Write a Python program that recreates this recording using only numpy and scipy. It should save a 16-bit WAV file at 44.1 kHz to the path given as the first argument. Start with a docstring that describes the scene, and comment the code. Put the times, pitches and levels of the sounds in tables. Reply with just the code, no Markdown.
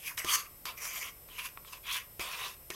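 """A metal spoon works stiff dough in a plastic bowl, close up: strokes built from dense runs of tiny random slips.
The slips excite bowl colour, a wall resonance, two gliding rasp resonances, the spoon's ring and a bright hiss.
Enveloped noise and damped sines make the spoon knock on the bowl; damped sines pop as air pockets in the dough.
Short decaying noise gives the small kitchen's answer, over coloured room noise and a thin whine of wavering sines."""
import sys
import numpy as np
from scipy import signal
from scipy.fft import rfft, irfft, next_fast_len
from scipy.io import wavfile
from scipy.ndimage import uniform_filter1d, map_coordinates

SR = 44100
rng = np.random.default_rng(int(sys.argv[2]) if len(sys.argv) > 2 else 0)


def file_out(sig):
    """Save sig as 16-bit WAV at sys.argv[1]."""
    # one column per channel
    cols = np.atleast_2d(sig).T
    # limit, then scale
    lim = np.clip(cols, -1, 1)
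    pcm = np.round(lim * 32767).astype(np.int16)
    wavfile.write(sys.argv[1], SR, pcm)


N = 121275

# loudness curve of each stroke, one list per stroke: t/s, body level/dB, hiss level/dB
STROKE_CURVES = [
    [(0.0, -51.5, -56), (0.014, -58.5, -57), (0.052, -47.5, -49), (0.066, -45.5, -41), (0.082, -41, -40),
     (0.12, -48, -52), (0.142, -81, -63), (0.15, -55, -51)],
    [(0.172, -49, -43), (0.178, -41, -43.5), (0.19, -42.5, -35.5), (0.202, -41, -44.5), (0.236, -51, -50),
     (0.247, -43, -48)],
    [(0.247, -54, -45), (0.257, -46, -47), (0.295, -34, -34.5), (0.349, -33, -26), (0.357, -31, -25),
     (0.365, -47, -39.5), (0.397, -41, -43), (0.443, -59, -60), (0.47, -56.5, -60)],
    [(0.657, -50, -41.5), (0.667, -40.5, -43), (0.711, -47, -50.5), (0.737, -59, -66), (0.755, -62, -71)],
    [(0.765, -67, -74), (0.777, -50, -48.5), (0.799, -52, -54), (0.819, -43, -44.5), (0.849, -45, -40),
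     (0.915, -46.5, -47), (0.983, -41, -41.5), (0.997, -47.5, -47), (1.025, -42.5, -42.5),
     (1.093, -45, -51), (1.13, -86, -80)],
    [(1.28, -78, -59), (1.286, -62, -64), (1.302, -58, -67), (1.38, -49.5, -53.5), (1.388, -37.5, -47.5),
     (1.424, -46.5, -52), (1.46, -41, -41.5), (1.5, -73, -66.5), (1.51, -73, -61)],
    [(1.645, -69, -68), (1.651, -60, -78), (1.669, -61.5, -60), (1.681, -53, -58), (1.717, -66, -60.5),
     (1.733, -46, -45.5), (1.741, -50, -56), (1.785, -60.5, -64)],
    [(1.83, -63, -64), (1.852, -47.5, -64), (1.87, -45, -52), (1.912, -35.5, -46), (1.928, -39.5, -38),
     (1.964, -36, -42), (1.97, -36, -42), (2.016, -52, -57), (2.06, -81, -87)],
    [(2.196, -43.5, -51), (2.208, -41.5, -43), (2.218, -42, -43), (2.292, -44.5, -51), (2.328, -47, -45.5),
     (2.334, -39.5, -47.5), (2.366, -45, -50), (2.462, -39.5, -45), (2.544, -60, -59), (2.558, -78, -82),
     (2.57, -62, -68)],
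    [(2.708, -38.5, -50), (2.732, -55.5, -52), (2.75, -49, -52)],
]
# where each stroke touches the bowl, one row per stroke: wall f/Hz, wall width/Hz, wall level/dB,
# rasp start f/Hz, rasp middle f/Hz, rasp end f/Hz, rasp level/dB, upper rasp level re rasp/dB,
# low body level/dB, spoon ring level/dB, fizz level/dB, slip roughness/dB
STROKE_CONTACTS = [ (1130, 230, -4.5, 2550, 2380, 480, 13, -7.5, -17, -3.5, -0.5, -2.5),
                   (1220, 150, 5.5, 2400, 2000, 2150, 14, -4, -4, 4, -5, 4),
                   (1150, 180, 3, 2400, 2190, 1900, 0.5, 5.5, -15, -1.5, -10, 2.2),
                   (1004, 220, 0.5, 2140, 2660, 800, 3.5, -2, -7, 6, 3.5, 1.5),
                   (1180, 320, 4, 2150, 2280, 2190, 10.5, -5.5, -5.5, -2.5, -6, 4),
                   (1002, 78, -7.5, 3640, 2410, 2700, 4.5, -15, -23, -7, -2, 4),
                   (1010, 200, -6, 3500, 2900, 2530, -2.5, -2.5, -15, -7, -7, 4.5),
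                   (1040, 260, -3, 2470, 2560, 1670, 2.5, 1.5, -22, -4, -2.5, 4.5),
                   (960, 350, 0.5, 2390, 2730, 2670, 4, -4.5, -8.5, -5, -3.5, 2.5),
                   (1060, 87, 1, 2450, 1800, 4000, 12, -22, -8, -1, -4, 3.5)]
# spoon resonances, shifted by the clinging dough, one list per stroke: f/Hz, width before damping/Hz, level/dB
SPOON_MODES = [
    [(5560, 44, 1), (9720, 43, -13), (11350, 92, 17), (12300, 120, 3)],
    [(5860, 50, -13), (6370, 58, -6), (8200, 190, 3), (10800, 75, -6), (11750, 47, 7.5)],
    [(4500, 34, 8.5), (6380, 99, 3.5), (8800, 290, -6), (9200, 41, -8), (11600, 47, -5), (11270, 64, 6.5),
     (11900, 46, 1.5)],
    [(3840, 26, 8), (4560, 29, 19), (4940, 36, -26), (6900, 23, -17)],
    [(5800, 280, -1), (7080, 51, 0), (9700, 41, -19), (12180, 50, 7.5), (12800, 36, -7)],
    [(6400, 110, -1), (8040, 120, -4), (11100, 39, 3), (11200, 88, 0)],
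    [(5050, 76, -8), (6250, 160, -11), (8860, 36, -4)],
    [(4600, 62, 5), (5040, 46, -11), (5650, 36, -17), (9760, 62, 5.5)],
    [(4350, 260, 22), (5150, 38, 2), (8100, 23, -9)],
    [(4860, 40, -2), (6100, 44, -5)],
]
# colour of friction in the bowl: f/Hz, level/dB
BOWL_COLOUR = [(500, -64), (850, -15), (1000, 5.5), (1350, 1.5), (1600, 2), (2400, 2.5), (3300, -0.5),
               (4000, -1), (5200, -14), (8000, -81)]
# colour of the low body of a stroke: f/Hz, level/dB
LOW_BODY_COLOUR = [(100, -40), (260, -50.5), (400, 1), (600, 4.5), (850, 5), (1200, -24)]
# colour of the bright friction hiss: f/Hz, level/dB
HISS_COLOUR = [(2800, -59.5), (4100, -10), (4900, 0.5), (6400, 1.5), (7600, -2.5), (8600, -2.5),
               (10000, -3.5), (13000, -4), (15500, -11.5)]
# colour of the fizz at the very top: f/Hz, level/dB
FIZZ_COLOUR = [(7000, -40), (10200, -3.5), (11300, -2.5), (12200, -3.5), (13500, -5.5), (15500, -13)]
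# spoon meets bowl: t/s, thump level/dB, clack level/dB, crack level/dB
KNOCK_EVENTS = [ (0.1764, -66, -27.5, -28.5), (0.246, -35, -33.5, -28.5), (.654, -49, -31, -31),
                (.853, -61, -34, -32), (1.39, -68, -34.5, -42), (1.442, -64, -46, -51),
                (1.4593, -73, -33.5, -49), (1.487, -63, -45, -48), (1.9, -81, -37, -59),
                (1.914, -73, -50, -34), (1.958, -62, -29, -43), (2.1947, -37, -34.5, -33),
                (2.7025, -37, -30.5, -29.5)]
# modes of the bowl's bottom: f/Hz, level/dB, t60/s
BOTTOM_MODES = [(70, -14.5, 0.055), (166, -0.5, .022), (358.6, 0, 0.054), (436, 2.5, 0.019),
                (612, -3.5, .03), (830, -13, 0.074)]
# air pockets opening: t/s, level/dB
POP_EVENTS = [(1.288, -42), (1.5743, -29.5), (1.649, -40)]
# modes of an air pocket: f/Hz, level/dB, t60/s
POCKET_MODES = [(1130, -12.5, 0.052), (1350, -2.5, 0.011), (1820, -0.5, 0.0047), (2280, 4, 0.0039),
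                (3180, -6.5, 0.0036)]
# decay of the kitchen: f/Hz, t60/s
KITCHEN_DECAY = [(200, 0.41), (1000, 0.44), (3000, 0.22), (12000, 0.21)]
# colour of the room noise: f/Hz, level/dB
ROOM_COLOUR = [(15, -39), (25, 2.5), (66, 0), (274, -13), (552, -10), (782, -16), (1620, -21), (1750, -23),
               (1950, -18.5), (4620, -25), (5140, -23.5), (5580, -21.5), (7100, -26.5), (7700, -19.5),
               (8810, -22), (9550, -19.5), (11500, -19), (13200, -13.5), (15500, -22)]
# partials of the electronic whine: f/Hz, rms level/dB
WHINE_PARTIALS = [(5206, -73.5), (7811, -72), (8000, -76), (9109, -67), (10411, -91), (11714, -60.5),
                  (13017, -59.5)]

SLIPS_PER_S = 6000
STICK_DB, STICK_PER_S = 0.06, 160  # depth and rate of the stick-slip waver
RASP_WIDTH_HZ, UPPER_RATIO = 634, 1.336  # width of each filter pass; upper rasp pitch over rasp pitch
WALL_GROWS = 0.18  # dB of extra wall ring for each dB of pressure
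DOUGH_DAMPING_HZ = 190  # added to each spoon resonance width
PATCHY_DB = 2.5
CLACK_T60_S, CRACK_T60_S, KNOCK_ATTACK_S = .024, .014, .0009
CHATTER_DB, CHATTER_T60_S = -44, .1  # starting level relative to the clack or crack
POP_ATTACK_S = .0003
KITCHEN_DB, FIRST_ECHO_S = -11.5, .003
ROOM_DB = -56.5
WHINE_WAVER_RAD, WHINE_WAVER_PER_S = 0.14, 14
TOP_HZ = 15830


def amp(db):
    """Turn decibels into a gain."""
    return 10 ** (np.asarray(db) / 20)


def unit(x):
    """Bring x to rms 1."""
    return x / np.sqrt(np.mean(x ** 2) + 1e-20)


def along(points, hz):
    """Read a curve of (Hz, value) points on a log frequency axis."""
    point_hz, value = np.transpose(points)
    return np.interp(np.log(hz + 1), np.log(point_hz + 1), value)


def wobble(rate, n):
    """A smooth random curve, rate knots a second."""
    return map_coordinates(rng.standard_normal(2048), [np.arange(n) * rate / SR], mode="wrap")


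def filtered(x, response):
    """Shape x with a complex response of frequency."""
    n = x.shape[-1]
    padded = 2 * next_fast_len(n // 2 + 2048)
    spectrum = rfft(x, padded) * response(np.fft.rfftfreq(padded, 1 / SR))
    return irfft(spectrum, padded)[..., :n]


def coloured(x, points):
    """Colour x causally from (Hz, dB) points, at rms 1."""
    def response(hz):
        """Fold the cepstrum forward in time for a minimum-phase response."""
        cepstrum = irfft(np.log(amp(along(points, hz))))
        middle = len(cepstrum) // 2
        cepstrum[1:middle] *= 2
        cepstrum[middle + 1:] = 0
        return np.exp(rfft(cepstrum))
    return unit(filtered(x, response))


def resonant(x, peaks):
    """Ring x through parallel (Hz, width Hz, dB) resonances, at rms 1."""
    def response(hz):
        """Sum the band-pass response of each damped resonator."""
        return sum(amp(db) * 1j * hz * width / (centre ** 2 - hz ** 2 + 1j * hz * width)
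                   for centre, width, db in peaks)
    return unit(filtered(x, response))


def ring(modes, t):
    """Sum damped sines from (Hz, dB, t60 s) rows."""
    return sum(amp(db - 60 * t / t60) * np.sin(2 * np.pi * hz * t) for hz, db, t60 in modes)


def add(out, s, x):
    """Mix x into out at s seconds."""
    i = max(round(s * SR), 0)
    out[i:i + len(x)] += x[:max(N - i, 0)]


def scrapes():
    """The spoon drags dough along the wall; sticking and slipping excites bowl and spoon."""
    out = np.zeros(N)
    for curve, contact, spoon in zip(STROKE_CURVES, STROKE_CONTACTS, SPOON_MODES):
        wall_hz, width_hz, wall_db, *path_hz, rasp_db, upper_db, low_db, spoon_db, fizz_db, rough_db = contact
        s, body_db, hiss_db = np.transpose(curve)
        t = np.arange(s[0], s[-1], 1 / SR)

        def rub(colour):
            """A fresh run of slips takes on one colour of friction."""
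            return coloured(slips(len(t), rough_db), colour)

        rasp = gliding(rub(BOWL_COLOUR), path_hz)
        rasp = rasp + amp(upper_db) * gliding(rub(BOWL_COLOUR), UPPER_RATIO * np.array(path_hz))

        # the body level stands for pressure: the wall rings more under a harder push
        pressure_db = np.interp(t, s, body_db) - body_db.max()
        wall = resonant(rub(BOWL_COLOUR), [(wall_hz, width_hz, 0)])
        wall = wall * unit(amp(WALL_GROWS * pressure_db))
        low = rub(LOW_BODY_COLOUR)
        body = unit(rub(BOWL_COLOUR) + amp(wall_db) * wall + amp(rasp_db) * rasp + amp(low_db) * low)

        damped = [(hz, width + DOUGH_DAMPING_HZ, db) for hz, width, db in spoon]
        spoon_ring = resonant(rub(HISS_COLOUR), damped)
        fizz = rub(FIZZ_COLOUR)
        hiss = unit(rub(HISS_COLOUR) + amp(spoon_db) * spoon_ring + amp(fizz_db) * fizz)

        stick = unit(amp(STICK_DB * wobble(STICK_PER_S, len(t))))
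        body = amp(np.interp(t, s, body_db)) * body
        hiss = amp(np.interp(t, s, hiss_db)) * hiss
        add(out, s[0], stick * (body + hiss))
    return patchy(out)


def slips(n, rough_db):
    """Tiny slips let go at random moments; a few are much larger than the rest."""
    happens = rng.random(N) < SLIPS_PER_S / SR
    size = amp(rough_db * np.minimum(rng.exponential(size=N), 4))
    direction = rng.choice([-1, 1], N)
    return (happens * size * direction)[:n]


def gliding(x, path_hz, count=7):
    """A steep resonance moves through the given pitches, as a cross-fade of fixed ones."""
    place = np.linspace(0, count - 1, len(x))
    stops = np.interp(np.linspace(0, 1, count), np.linspace(0, 1, len(path_hz)), path_hz)
    out = np.zeros(len(x))
    for k, hz in enumerate(stops):
        peak = [(hz, RASP_WIDTH_HZ, 0)]
        steep = resonant(resonant(x, peak), peak)  # two passes steepen the slopes
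        out += np.maximum(1 - abs(place - k), 0) * steep
    return unit(out)


def patchy(x):
    """The colour shifts at random over time and frequency as the contact wanders."""
    z = signal.stft(x, nperseg=256)[2]
    field = uniform_filter1d(rng.standard_normal(z.shape), size=3, axis=0)  # smooth over frequency
    field = uniform_filter1d(field, size=14, axis=1)  # smooth over time
    return signal.istft(z * amp(PATCHY_DB * unit(field)), nperseg=256)[1][:len(x)]


def knocks():
    """Each contact thumps the bowl's bottom, clacks its wall, cracks brightly and trails off in a short chatter."""
    out, t = np.zeros(N), np.arange(SR // 4) / SR
    chatter = amp(CHATTER_DB - 60 * t / CHATTER_T60_S)
    cushion = 1 - np.exp(-t / KNOCK_ATTACK_S)  # dough softens the blow
    for s, thump_db, clack_db, crack_db in KNOCK_EVENTS:
        thump = ring(BOTTOM_MODES, t)
        clack = coloured(rng.standard_normal(len(t)), BOWL_COLOUR)
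        clack = clack * (amp(-60 * t / CLACK_T60_S) + chatter)
        crack = coloured(rng.standard_normal(len(t)), HISS_COLOUR)
        crack = crack * (amp(-60 * t / CRACK_T60_S) + chatter)
        add(out, s, cushion * (amp(thump_db) * thump + amp(clack_db) * clack + amp(crack_db) * crack))
    return out


def pops():
    """Small air pockets ring briefly as they open when the dough pulls away."""
    out, t = np.zeros(N), np.arange(SR // 10) / SR
    attack = 1 - np.exp(-t / POP_ATTACK_S)
    for s, db in POP_EVENTS:
        add(out, s, amp(db) * ring(POCKET_MODES, t) * attack)
    return out


def kitchen(x):
    """The room answers with short decaying noise, a little different for each stroke as the arm moves."""
    out = np.zeros(N)
    starts = [round(max(curve[0][0], 0) * SR) for curve in STROKE_CURVES[1:]]
    for i, part in zip([0] + starts, np.split(x, starts)):
        hz, t, z = signal.stft(rng.standard_normal(SR // 2), SR, nperseg=256)
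        decay = amp(-60 * t / along(KITCHEN_DECAY, hz)[:, None])
        tail = signal.istft(z * decay, SR, nperseg=256)[1]
        tail = tail / np.linalg.norm(tail)
        add(out, i / SR + FIRST_ECHO_S, signal.fftconvolve(part, tail))
    return out


def room_noise():
    """Steady noise of the room: coloured random noise."""
    return amp(ROOM_DB) * coloured(rng.standard_normal(N), ROOM_COLOUR)


def whine():
    """Thin whine of the electronics: steady sines whose phases waver slightly."""
    t, out = np.arange(N) / SR, np.zeros(N)
    for hz, db in WHINE_PARTIALS:
        waver = WHINE_WAVER_RAD * wobble(WHINE_WAVER_PER_S, N)
        out += amp(db) * np.sqrt(2) * np.sin(2 * np.pi * hz * t + waver)
    return out


def scene():
    """Mix the stirring, its room answer and the background; one microphone feeds both channels."""
    stirring = scrapes() + knocks() + pops()
    sound = stirring + amp(KITCHEN_DB) * kitchen(stirring) + room_noise() + whine()
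    return np.array([sound, sound])


def record(dry):
    """The recorder keeps nothing above its band limit."""
    return filtered(dry, lambda hz: hz < TOP_HZ)


dry = scene()
out = record(dry)
file_out(out)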